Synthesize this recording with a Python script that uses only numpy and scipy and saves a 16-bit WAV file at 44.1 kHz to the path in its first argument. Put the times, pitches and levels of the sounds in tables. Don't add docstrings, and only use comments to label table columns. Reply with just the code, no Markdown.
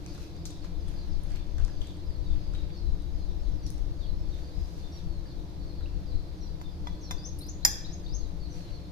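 import sys
import numpy as np
from scipy import signal
from scipy.fft import rfft, irfft
from scipy.io import wavfile
from scipy.ndimage import uniform_filter1d

SR = 44100
rng = np.random.default_rng(int(sys.argv[2]) if len(sys.argv) > 2 else 0)


def output_pcm(signal):
    pcm = np.clip(np.atleast_2d(signal).T, -1, 1) * 32767
    wavfile.write(sys.argv[1], SR, np.round(pcm).astype(np.int16))


N = 393143
MIC_GAP_M, SOUND_SPEED_M_PER_S = .17, 343


def amp(db):
    return 10 ** (np.asarray(db) / 20)


def evened(x):
    return x / np.sqrt(np.mean(x ** 2) + 1e-20)


def slow_noise(length, size):
    smooth = uniform_filter1d(rng.standard_normal(length), size=size)
    return evened(uniform_filter1d(smooth, size=size))


def read(points, hz):
    f, value = np.transpose(points)
    return np.interp(np.log(hz + 1), np.log(f + 1), value)


def curve(rows):
    return np.interp(np.arange(N) / SR, *np.transpose(rows))


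def add(mix, s, sound, lag=0, pan_db=0):
    for side, late, db in ((0, max(lag, 0), pan_db / 2), (1, max(-lag, 0), -pan_db / 2)):
        part = mix[side, round(s * SR + late):][:len(sound)]
        part += amp(db) * sound[:len(part)]


def noise(db_of, length, size, diffuse=True):
    frames, hz = 4 * length // size + 5, np.fft.rfftfreq(size, 1 / SR)[:, None]
    a, b, c, d = rng.standard_normal((frames, len(hz), 4)).T
    shared, separate = a + 1j * b, c + 1j * d
    coherence = np.sinc(2 * hz * MIC_GAP_M / SOUND_SPEED_M_PER_S) * diffuse
    z = np.array([shared, coherence * shared + np.sqrt(1 - coherence ** 2) * separate])
    z *= amp(db_of(hz, np.arange(frames) * size / 4 / SR))
    pair = signal.istft(z, nperseg=size, noverlap=3 * size // 4)[1]
    return evened(pair[:, :length])


def reverb(x, t60_of, gap_s):
    tail = noise(lambda hz, t: -60 * t / t60_of(hz), SR, size=256)
    tail = np.pad(tail, ((0, 0), (round(gap_s * SR), 0))) / np.sqrt(SR)
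    return signal.oaconvolve(x[:1], tail, axes=1)[:, :N]


def ring(modes, tilt_db=0, spread_db=0):
    t = np.arange(SR // 2) / SR
    total = 0
    for hz, db, t60 in modes:
        start_db = db + tilt_db * np.log2(hz / 5000) + spread_db * rng.standard_normal()
        total = total + amp(start_db - 60 * t / t60) * np.sin(2 * np.pi * hz * t)
    return total


def tone(hz, db, taper):
    phase = 2 * np.pi * np.cumsum(hz) / SR
    return np.sqrt(2) * amp(db) * np.sin(phase) * signal.windows.tukey(len(hz), taper)


def draught():
    # start_s, level_db
    strength = [(0.0, -49), (1.34, -33), (1.37, -41.5), (1.66, -30.5), (1.91, -44.5), (2.38, -30),
                (2.75, -39.5), (2.85, -34.5), (4.37, -35.5), (4.49, -48), (4.57, -35.5), (4.96, -46),
                (5.04, -35), (5.36, -44), (6.11, -37.5), (6.16, -27), (6.2, -41), (8.02, -43.5),
                (8.07, -36), (8.91, -44.5)]
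    # frequency_hz, density_db
    rumble = [(15, 2), (45, 1.5), (75, -14), (130, -19), (200, -49), (400, -51), (2000, -110)]
    gusts_per_s, gusty_db = 12, 2.5
    windward_db, lee_db = 7.5, -6.5
    t = np.arange(N) / SR
    lumps = evened(sum(np.sin(2 * np.pi * (f * t + rng.random())) / np.sqrt(f)
                       for f in gusts_per_s * np.geomspace(.25, 1, 16)))
    air = noise(lambda hz, t: read(rumble, hz) + 0 * t, N, size=2048, diffuse=False)
    return air * amp(curve(strength) + gusty_db * lumps + [[windward_db], [lee_db]])


def drone():
    # frequency_hz, density_db
    broad = [(20, -10.5), (70, -3), (100, -3.5), (190, -7), (230, -21.5), (400, -17), (800, -23.5),
             (1500, -32), (2800, -37), (4400, -32), (6300, -41), (8000, -47.5), (14000, -49),
             (15500, -50.5)]
    # frequency_hz, width_hz, rms_db
    room_modes = [(73.8, 8.4, -47.5), (171.6, 20.7, -52.5), (298.6, 34, -53.5), (341, 27, -57.5),
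                  (441, 9.7, -71), (495.6, 13, -66), (579.7, 4.3, -66.5), (696, 8.7, -71.5),
                  (995, 9.1, -77.5)]
    broad_db = -46

    def mode_spectrum(hz, t):
        power = sum(amp(2 * db) / w / (1 + (2 * (hz - f) / w) ** 2) ** 2 for f, w, db in room_modes)
        return 10 * np.log10(power) + 0 * t

    modes_rms = np.sqrt(sum(amp(2 * db) for f, w, db in room_modes))
    hum = modes_rms * noise(mode_spectrum, N, size=8192) * amp([[-1.5], [1.5]])
    return hum + amp(broad_db) * noise(lambda hz, t: read(broad, hz) + 0 * t, N, size=2048)


def bursts():
    # peak_s, rise_s, fall_s, crackle_db, squelch_db
    squeezes = [(0.23, 0.46, 0.12, -64, -62), (0.46, 0.0065, 0.033, -51, -75),
                (0.65, 0.051, 0.064, -67, -59.5), (0.89, 0.066, 0.046, -68, -65),
                (0.92, .04, 0.4, -73, -64), (1.235, .015, .08, -83, -74), (1.37, 0.2, 0.027, -68.5, -59),
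                (1.585, .01, 0.2, -70, -61), (1.81, 0.014, 0.25, -68, -71), (2.34, 0.071, .3, -76, -64),
                (2.54, .025, 0.13, -72, -62), (2.7, .1, .1, -89, -68), (3.668, .008, 0.047, -58.5, -73),
                (3.71, .05, 0.036, -77, -76), (4.386, 0.22, 0.2, -71, -65.5), (4.6, .2, .2, -78, -72),
                (4.682, .15, .2, -72, -80), (4.8, .15, 0.055, -72, -71), (4.994, 0.27, .045, -69.5, -66),
                (8.578, 0.13, 0.2, -65.5, -61.5), (8.684, 0.07, 0.12, -85, -63.5)]
    step = 64
    t = np.arange(N // step + 1) * step / SR
    levels = np.zeros((2, len(t)))
    for s, rise, fall, fine_db, low_db in squeezes:
        levels += amp([[fine_db], [low_db]] - 20 * np.maximum((s - t) / rise, (t - s) / fall))
    return [np.interp(np.arange(N) / SR, t, level) for level in levels]


def crackle(colour, per_s, spread_db):
    sizes = amp(spread_db * np.minimum(rng.exponential(1, (2, N)), 5))
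    struck = rng.random((2, N)) < per_s / SR
    clicks = sizes * struck * rng.choice([-1., 1.], (2, N))
    return evened(irfft(rfft(clicks) * amp(read(colour, np.fft.rfftfreq(N, 1 / SR))), N))


def pocket(hz, ring_t60, spray_db, spray_t60, length):
    t = np.arange(length) / SR
    blows = rng.standard_normal(length) * amp(spray_db - 60 * t / spray_t60)
    blows[0] = 1
    return np.convolve(blows, ring([(hz, 0, ring_t60)])[:length])[:length]


def pulp():
    # frequency_hz, density_db
    wet, squelch = [(2500, -31), (4000, 5), (6500, 1.5), (8000, -8), (12000, -7.5), (16000, -20)], [(500, -25), (1100, -8), (1600, 0), (2500, -1.5), (3500, -1.5), (6000, -29),
                                 (16000, -60)]
    # start_s, snap_db, snap_hz, plop_db, plop_hz
    pops = [(0.063, -40, 6100, -56, 2450), (0.149, -47, 5640, -58, 1770), (0.179, -55, 6370, -56, 1340),
            (0.365, -55, 6760, -62, 3750), (0.4547, -34, 6200, -67, 4000), (0.458, -36.5, 6100, -68, 3990),
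            (0.5042, -53, 6080, -49, 3740), (0.5075, -44, 7600, -64, 3700), (0.5285, -54, 5510, -56, 5300),
            (0.645, -54, 6010, -53, 1230), (0.882, -52, 9500, -69, 1280), (0.887, -48, 9400, -71, 1280),
            (0.9398, -53, 5700, -57, 1760), (1.2353, -47, 10200, -62, 1290),
            (1.0824, -59, 12000, -62, 1300), (1.3049, -51, 7400, -58, 1710), (1.319, -48, 5600, -62, 2000),
            (1.3595, -48, 6470, -55, 2440), (1.362, -56, 13800, -58, 3900),
            (1.5829, -47, 6170, -49.5, 1550), (1.599, -55, 6360, -51, 1220),
            (1.6492, -38.5, 6300, -60, 1240), (1.68, -49, 6260, -53, 1670), (1.8168, -50, 6210, -46, 3340),
            (1.8427, -60, 6000, -60, 2290), (1.869, -52, 6500, -65, 3700), (1.8724, -46, 7100, -56, 3720),
            (1.97, -58, 8050, -63, 2000), (2.1046, -59, 8000, -60, 2000), (2.5374, -50, 5820, -55, 1530),
            (2.5494, -59, 5680, -46, 3830), (3.0225, -61, 9000, -73, 2000), (3.492, -62, 8000, -71, 2000),
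            (3.6655, -39, 5460, -75, 1440), (3.668, -51, 9800, -73, 1440), (3.7032, -46, 6040, -71, 2100),
            (3.704, -42, 9600, -65, 2100), (3.7052, -48, 14000, -69, 2100), (3.7806, -50, 5610, -73, 1200),
            (5.2558, -61, 5500, -57, 1780), (5.809, -66, 5560, -54.5, 1520)]
    # start_s, pitch_hz (at its start), level_db (at its start)
    drip = (5.858, 2570, -52)
    pan_db = 6.5
    fine, low = bursts()
    mix = amp(6) * fine * crackle(wet, 3000, spread_db=2.6)
    mix += amp(1.0) * low * crackle(squelch, 450, spread_db=3.0)
    length = len(np.arange(0, .03, 1 / SR))
    for s, db, hz, plop_db, plop_hz in pops:
        snap = amp(db + 8) * pocket(hz, .0015, -17, 0.01, length)
        plop = amp(plop_db + 7.0) * pocket(plop_hz, .009, -24.0, 0.11, length)
        add(mix, s, snap + plop, lag=-5, pan_db=pan_db)
    s, hz, db = drip
    t = np.arange(0, .012, 1 / SR)
    add(mix, s, tone(hz * (1 + 16 * t), db - 60 * t / 0.055, .15))
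    return mix


def sparrows():
    # start_s, start_hz, end_hz, length_s, level_db
    chirps = [(0.065, 4450, 4700, 0.063, -61), (0.07, 5000, 5100, .05, -63), (0.15, 3600, 3500, .04, -67),
              (0.21, 2590, 2540, .04, -64.5), (0.27, 3980, 4000, .06, -71), (0.11, 4120, 3810, 0.064, -66),
              (0.335, 4490, 4920, 0.087, -63.5), (0.495, 3960, 3530, 0.076, -65),
              (0.5, 4700, 4600, .03, -67), (0.54, 4000, 3800, .04, -65), (0.57, 4850, 4600, 0.07, -65),
              (0.615, 4350, 4150, 0.053, -61), (0.77, 5240, 4950, .045, -67),
              (0.82, 4750, 4450, 0.027, -66), (0.86, 3400, 3350, .03, -62), (0.945, 4970, 4600, 0.067, -61),
              (0.965, 4390, 4050, 0.082, -58.5), (1.095, 5500, 3650, 0.086, -63),
              (1.305, 4700, 4180, 0.077, -61.5), (1.36, 3500, 3510, 0.082, -66),
              (1.55, 3600, 3440, 0.065, -70), (1.67, 4950, 4920, .045, -68), (1.68, 4320, 4100, 0.047, -73),
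              (1.73, 4840, 4420, 0.073, -63), (1.83, 4750, 4450, .04, -62), (1.85, 4030, 3350, 0.063, -62),
              (1.945, 4700, 4600, 0.035, -69), (1.99, 4260, 4150, .05, -69), (2.055, 5140, 4200, 0.12, -63),
              (2.22, 4730, 4500, 0.073, -65), (2.24, 4030, 3350, 0.11, -63.5),
              (2.325, 4570, 4500, .05, -64), (2.375, 4250, 4100, 0.054, -66),
              (2.375, 4970, 4780, 0.13, -65.5), (2.535, 3830, 3830, 0.099, -61.5),
              (2.7, 3550, 3490, 0.045, -66), (2.71, 4740, 4280, 0.08, -60), (2.76, 5250, 4850, .07, -64),
              (2.81, 4260, 3900, 0.078, -63), (2.99, 4030, 3780, 0.04, -65), (3.11, 5070, 4780, 0.16, -68),
              (3.19, 4310, 4070, 0.059, -62), (3.295, 4300, 3680, 0.035, -63), (3.38, 5400, 5200, .04, -66),
              (3.425, 4700, 3870, 0.058, -66), (3.49, 5380, 5380, .06, -71), (3.57, 5070, 4300, 0.06, -66),
              (3.635, 4550, 4350, 0.024, -61), (3.63, 5920, 5550, 0.04, -58), (3.7, 5650, 5530, 0.066, -73),
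              (3.96, 4950, 3680, 0.13, -65), (4.005, 3950, 2940, 0.063, -59),
              (4.03, 4740, 4030, 0.074, -58), (4.17, 5300, 5220, 0.069, -67),
              (4.295, 4680, 3650, 0.037, -64), (4.32, 3850, 3640, .03, -57), (4.41, 4630, 4350, 0.05, -64),
              (4.44, 4920, 4370, .06, -62), (4.51, 4150, 3800, .03, -61), (4.52, 4900, 4950, 0.058, -63),
              (4.58, 5050, 4970, .08, -65), (4.785, 4520, 4270, 0.067, -64), (4.83, 3610, 3560, 0.055, -62),
              (4.915, 4580, 4500, 0.061, -60), (4.92, 5720, 5490, 0.045, -57),
              (4.97, 4200, 3340, 0.037, -59.5), (5.095, 4480, 4040, 0.097, -63),
              (5.255, 4840, 4100, 0.068, -60.5), (5.38, 3730, 3720, 0.027, -66),
              (5.46, 4300, 3600, 0.06, -67), (5.6, 4700, 4240, 0.035, -60),
              (5.66, 4590, 4000, 0.073, -60.5), (5.745, 4630, 3720, 0.11, -62),
              (5.93, 4540, 4100, 0.048, -66), (6.055, 5040, 3750, 0.084, -59), (6.14, 4340, 4070, .04, -57),
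              (6.265, 4700, 4300, 0.029, -64), (6.405, 4170, 4130, 0.062, -57),
              (6.405, 5900, 5470, 0.04, -57.5), (6.455, 5100, 4470, 0.044, -61),
              (6.59, 4650, 4540, 0.027, -61), (6.635, 3620, 3530, 0.06, -62.5),
              (6.68, 4950, 4830, .06, -67), (6.92, 4500, 4120, 0.057, -65), (7.01, 6300, 5980, 0.027, -57),
              (7.025, 5700, 5380, .04, -53.5), (7.04, 4580, 3740, 0.076, -57.5),
              (7.14, 6250, 6100, .02, -59), (8.04, 4570, 4530, 0.027, -56.5),
              (8.18, 4750, 4400, 0.039, -59), (8.22, 4140, 3870, .05, -61),
              (8.395, 4680, 4130, 0.075, -56.5), (8.5, 6280, 5640, 0.045, -59),
              (8.535, 4570, 4010, 0.17, -63), (8.7, 4540, 4410, 0.051, -59),
              (8.72, 4300, 4100, 0.064, -60.5), (8.81, 4390, 4110, 0.067, -63)]
    flock_db, flock_per_s = -83, 130
    chatter_db, chatter_per_s = -75, 22
    yard_t60 = 0.33
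    calls = list(chirps)
    for a, b, c, d in rng.random((round(flock_per_s * N / SR), 4)):
        height = b ** 1.5
        calls.append((a * N / SR, 3600 + 3200 * height, 3000 + 2800 * height + 500 * c,
                      0.0399 + 0.0697 * c, flock_db + 7 * d))
    for k, (a, b, c, d) in enumerate(rng.random((round(chatter_per_s * N / SR), 4))):
        calls.append(((k + a) / chatter_per_s, 3900 + 1500 * b, 3500 + 900 * b + 300 * c,
                      0.0304 + 0.0495 * c, chatter_db + 5 * d))
    waver, throb = slow_noise(N + SR, 60), slow_noise(N + SR, 350)
    far = np.zeros((2, N))
    for s, hz0, hz1, length, db in calls:
        u = np.arange(0, 1, 1 / (length * SR))
        hoarse_hz = 70 * waver[round(s * SR):][:len(u)]
        uneven_db = db + 2 * throb[round(s * SR):][:len(u)]
        add(far, s, tone(hz0 + (hz1 - hz0) * u + hoarse_hz, uneven_db, 0.18))
    return amp(-4) * far + amp(-1.2) * reverb(far, lambda hz: yard_t60, .004)


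def crockery():
    # start_s, glass_db, crack_db, knock_db, tilt_db, pitch_factor, length_factor, knock_tilt_db
    knocks = [(6.614, -53, -59, -50, 3, 1.03, .35, -5.5), (6.871, -46, -49, -37, -4.5, 1, 0.79, -2),
              (7.109, -35, -36, -34, -3, 1.04, 0.86, 0.5), (7.6493, -5.5, -22.5, -29.5, 0.5, 1.07, 1, 2.5)]
    # frequency_hz, level_db, t60_s
    plate = [(825, -26, 0.12), (1674, -30, .2), (1730, -28, .12), (1770, -26, 0.12), (1976, -32, .15),
             (3278, -33, .15), (500, -25, .07), (610, -30, .05), (1864, -22, 0.07), (2130, -29, 0.12),
             (2400, -33, 0.093), (4280, -35, 0.2), (3362, -26, .18), (3395, -32, .12), (5990, 6, .009),
             (6836, -21, .14), (6970, -20, .1), (7122, -2, .034), (7400, -14, .03), (11040, -15, .055),
             (13364, -6, .055), (5043, -1, .042), (5047, -28, .42), (5094, -13, .05), (5127, -12, .06),
             (5255, -29, .25), (5338, -28, .2), (6923, -21, .12), (7639, -24, .09), (9300, -26, .08),
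             (9911, -28, .1), (10340, -20, .04), (11430, -26, .1), (11810, -24, .1), (13100, -14, .015),
             (13540, -28, .08), (14720, -31, .09)]
    # frequency_hz, level_db, t60_s
    counter = [(510, -10, 0.035), (964, -0.5, 0.065), (1190, -1, 0.04), (1310, 1, 0.013), (1490, -1, 0.025),
               (1983, -7.5, 0.098), (2340, -6, 0.02), (3405, 3.5, 0.055)]
    # frequency_hz, density_db
    crack_colour = [(400, -9), (1000, -6), (2000, -1.5), (3000, -13), (4500, -15), (6000, 6.5),
                    (7300, -7.5), (8300, -17), (10000, -8), (13500, -4.5), (16000, -40)]
    mix, t = np.zeros((2, N)), np.arange(SR // 2) / SR
    swell = 1 - np.exp(-t / 0.00066)
    for s, glass_db, crack_db, knock_db, tilt_db, pitch, length, knock_tilt_db in knocks:
        crack = noise(lambda hz, _: read(crack_colour, hz) + tilt_db * np.log2(hz / 5000 + 0.0092),
                      len(t), size=256)
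        crack = crack * amp(crack_db - 60 * t / 0.061)
        rim = [(hz * pitch, db, t60 * length) for hz, db, t60 in counter]
        knock = amp(knock_db) * ring(rim, knock_tilt_db, spread_db=1.5)
        glass = amp(glass_db) * swell * ring(plate, tilt_db, spread_db=1.3)
        add(mix, s, amp(-6.0) * (glass + knock) + crack[0], lag=18, pan_db=1.5)
        add(mix, s + .00136, amp(-9) * (glass + knock) + crack[1], lag=9, pan_db=-3)
    return mix


def whistle(climb, start_hz, top_hz, db, onset_db, hold, droop_hz):
    knee_hz, knee_db = 5000, -19
    climb_bend, flick_bend, flick_s = 1.7, 1.5, 0.027
    fade_db = -6
    flutter_db, hoarse_hz = 3.5, 45
    u, v, w = (np.arange(0, 1, 1 / (length * SR)) for length in (climb, flick_s, hold))
    hz = np.r_[knee_hz - (knee_hz - start_hz) * (1 - u) ** climb_bend,
               knee_hz + (top_hz - knee_hz) * v ** flick_bend,
               top_hz - droop_hz * w ** 2]
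    swell_db = np.r_[onset_db + (knee_db - onset_db) * u, knee_db * (1 - v) ** 2, fade_db * w]
    flutter = slow_noise(len(hz), 300)
    hz = hz + hoarse_hz * slow_noise(len(hz), 80)
    return tone(hz, db + swell_db + flutter_db * flutter, 0.086)


def near_bird():
    # start_s, climb_s, start_hz, top_hz, level_db, onset_db, hold_s, droop_hz
    whistles = [(7.18, 0.055, 4600, 6360, -45, -9, .022, 120),
                (7.406, 0.066, 3740, 6830, -45, -4.5, 0.009, 50),
                (7.627, 0.063, 3770, 6900, -49, -5, .008, 100),
                (7.845, 0.062, 3510, 6680, -47.5, -2.5, 0.0137, 600),
                (8.06, 0.064, 3410, 6420, -45, -6, 0.016, 60)]
    sill_t60 = 0.36
    near = np.zeros((2, N))
    for s, *call in whistles:
        add(near, s, whistle(*call), lag=-8, pan_db=7)
    return amp(-0.5) * near + amp(-6) * reverb(near, lambda hz: sill_t60, 0.0061)


def bangles():
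    # start_s, level_db
    jingles = [(7.387, -50), (7.414, -58), (7.438, -64), (7.464, -61)]
    # frequency_hz, level_db, t60_s
    metal = [(5150, 0, .02), (7700, -9, .015), (9340, -7, 0.072), (9600, -13, .15), (10300, -7, .03),
             (10870, -7, .05), (11600, -6, .04), (12190, -12, .12), (12800, -8, .07), (13230, -11.5, .15)]
    rattle_db, rattle_t60 = -17, .045
    mix, t = np.zeros((2, N)), np.arange(0, rattle_t60, 1 / SR)
    for s, db in jingles:
        rattle = rng.standard_normal(len(t)) * amp(rattle_db - 60 * t / rattle_t60)
        rattle[0] = 0.37
        add(mix, s, amp(db) * signal.fftconvolve(rattle, ring(metal, spread_db=2)), lag=0, pan_db=-7)
    return mix


def scene():
    # frequency_hz, t60_s
    kitchen = [(300, 0.71), (1000, 0.62), (3000, 0.87), (7000, 0.44), (15000, 0.28)]
    hands, dishes = pulp(), crockery() + bangles()
    room = reverb(amp(-6.5) * hands + amp(-11.5) * dishes, lambda hz: read(kitchen, hz), .004)
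    return hands + dishes + room + sparrows() + near_bird() + drone() + draught()


def record(dry):
    edge_hz = 15600
    low_pass = signal.firwin(511, edge_hz, window=("kaiser", 9), fs=SR)
    return signal.oaconvolve(dry, low_pass[None], "same")


dry = scene()
out = record(dry)
output_pcm(out)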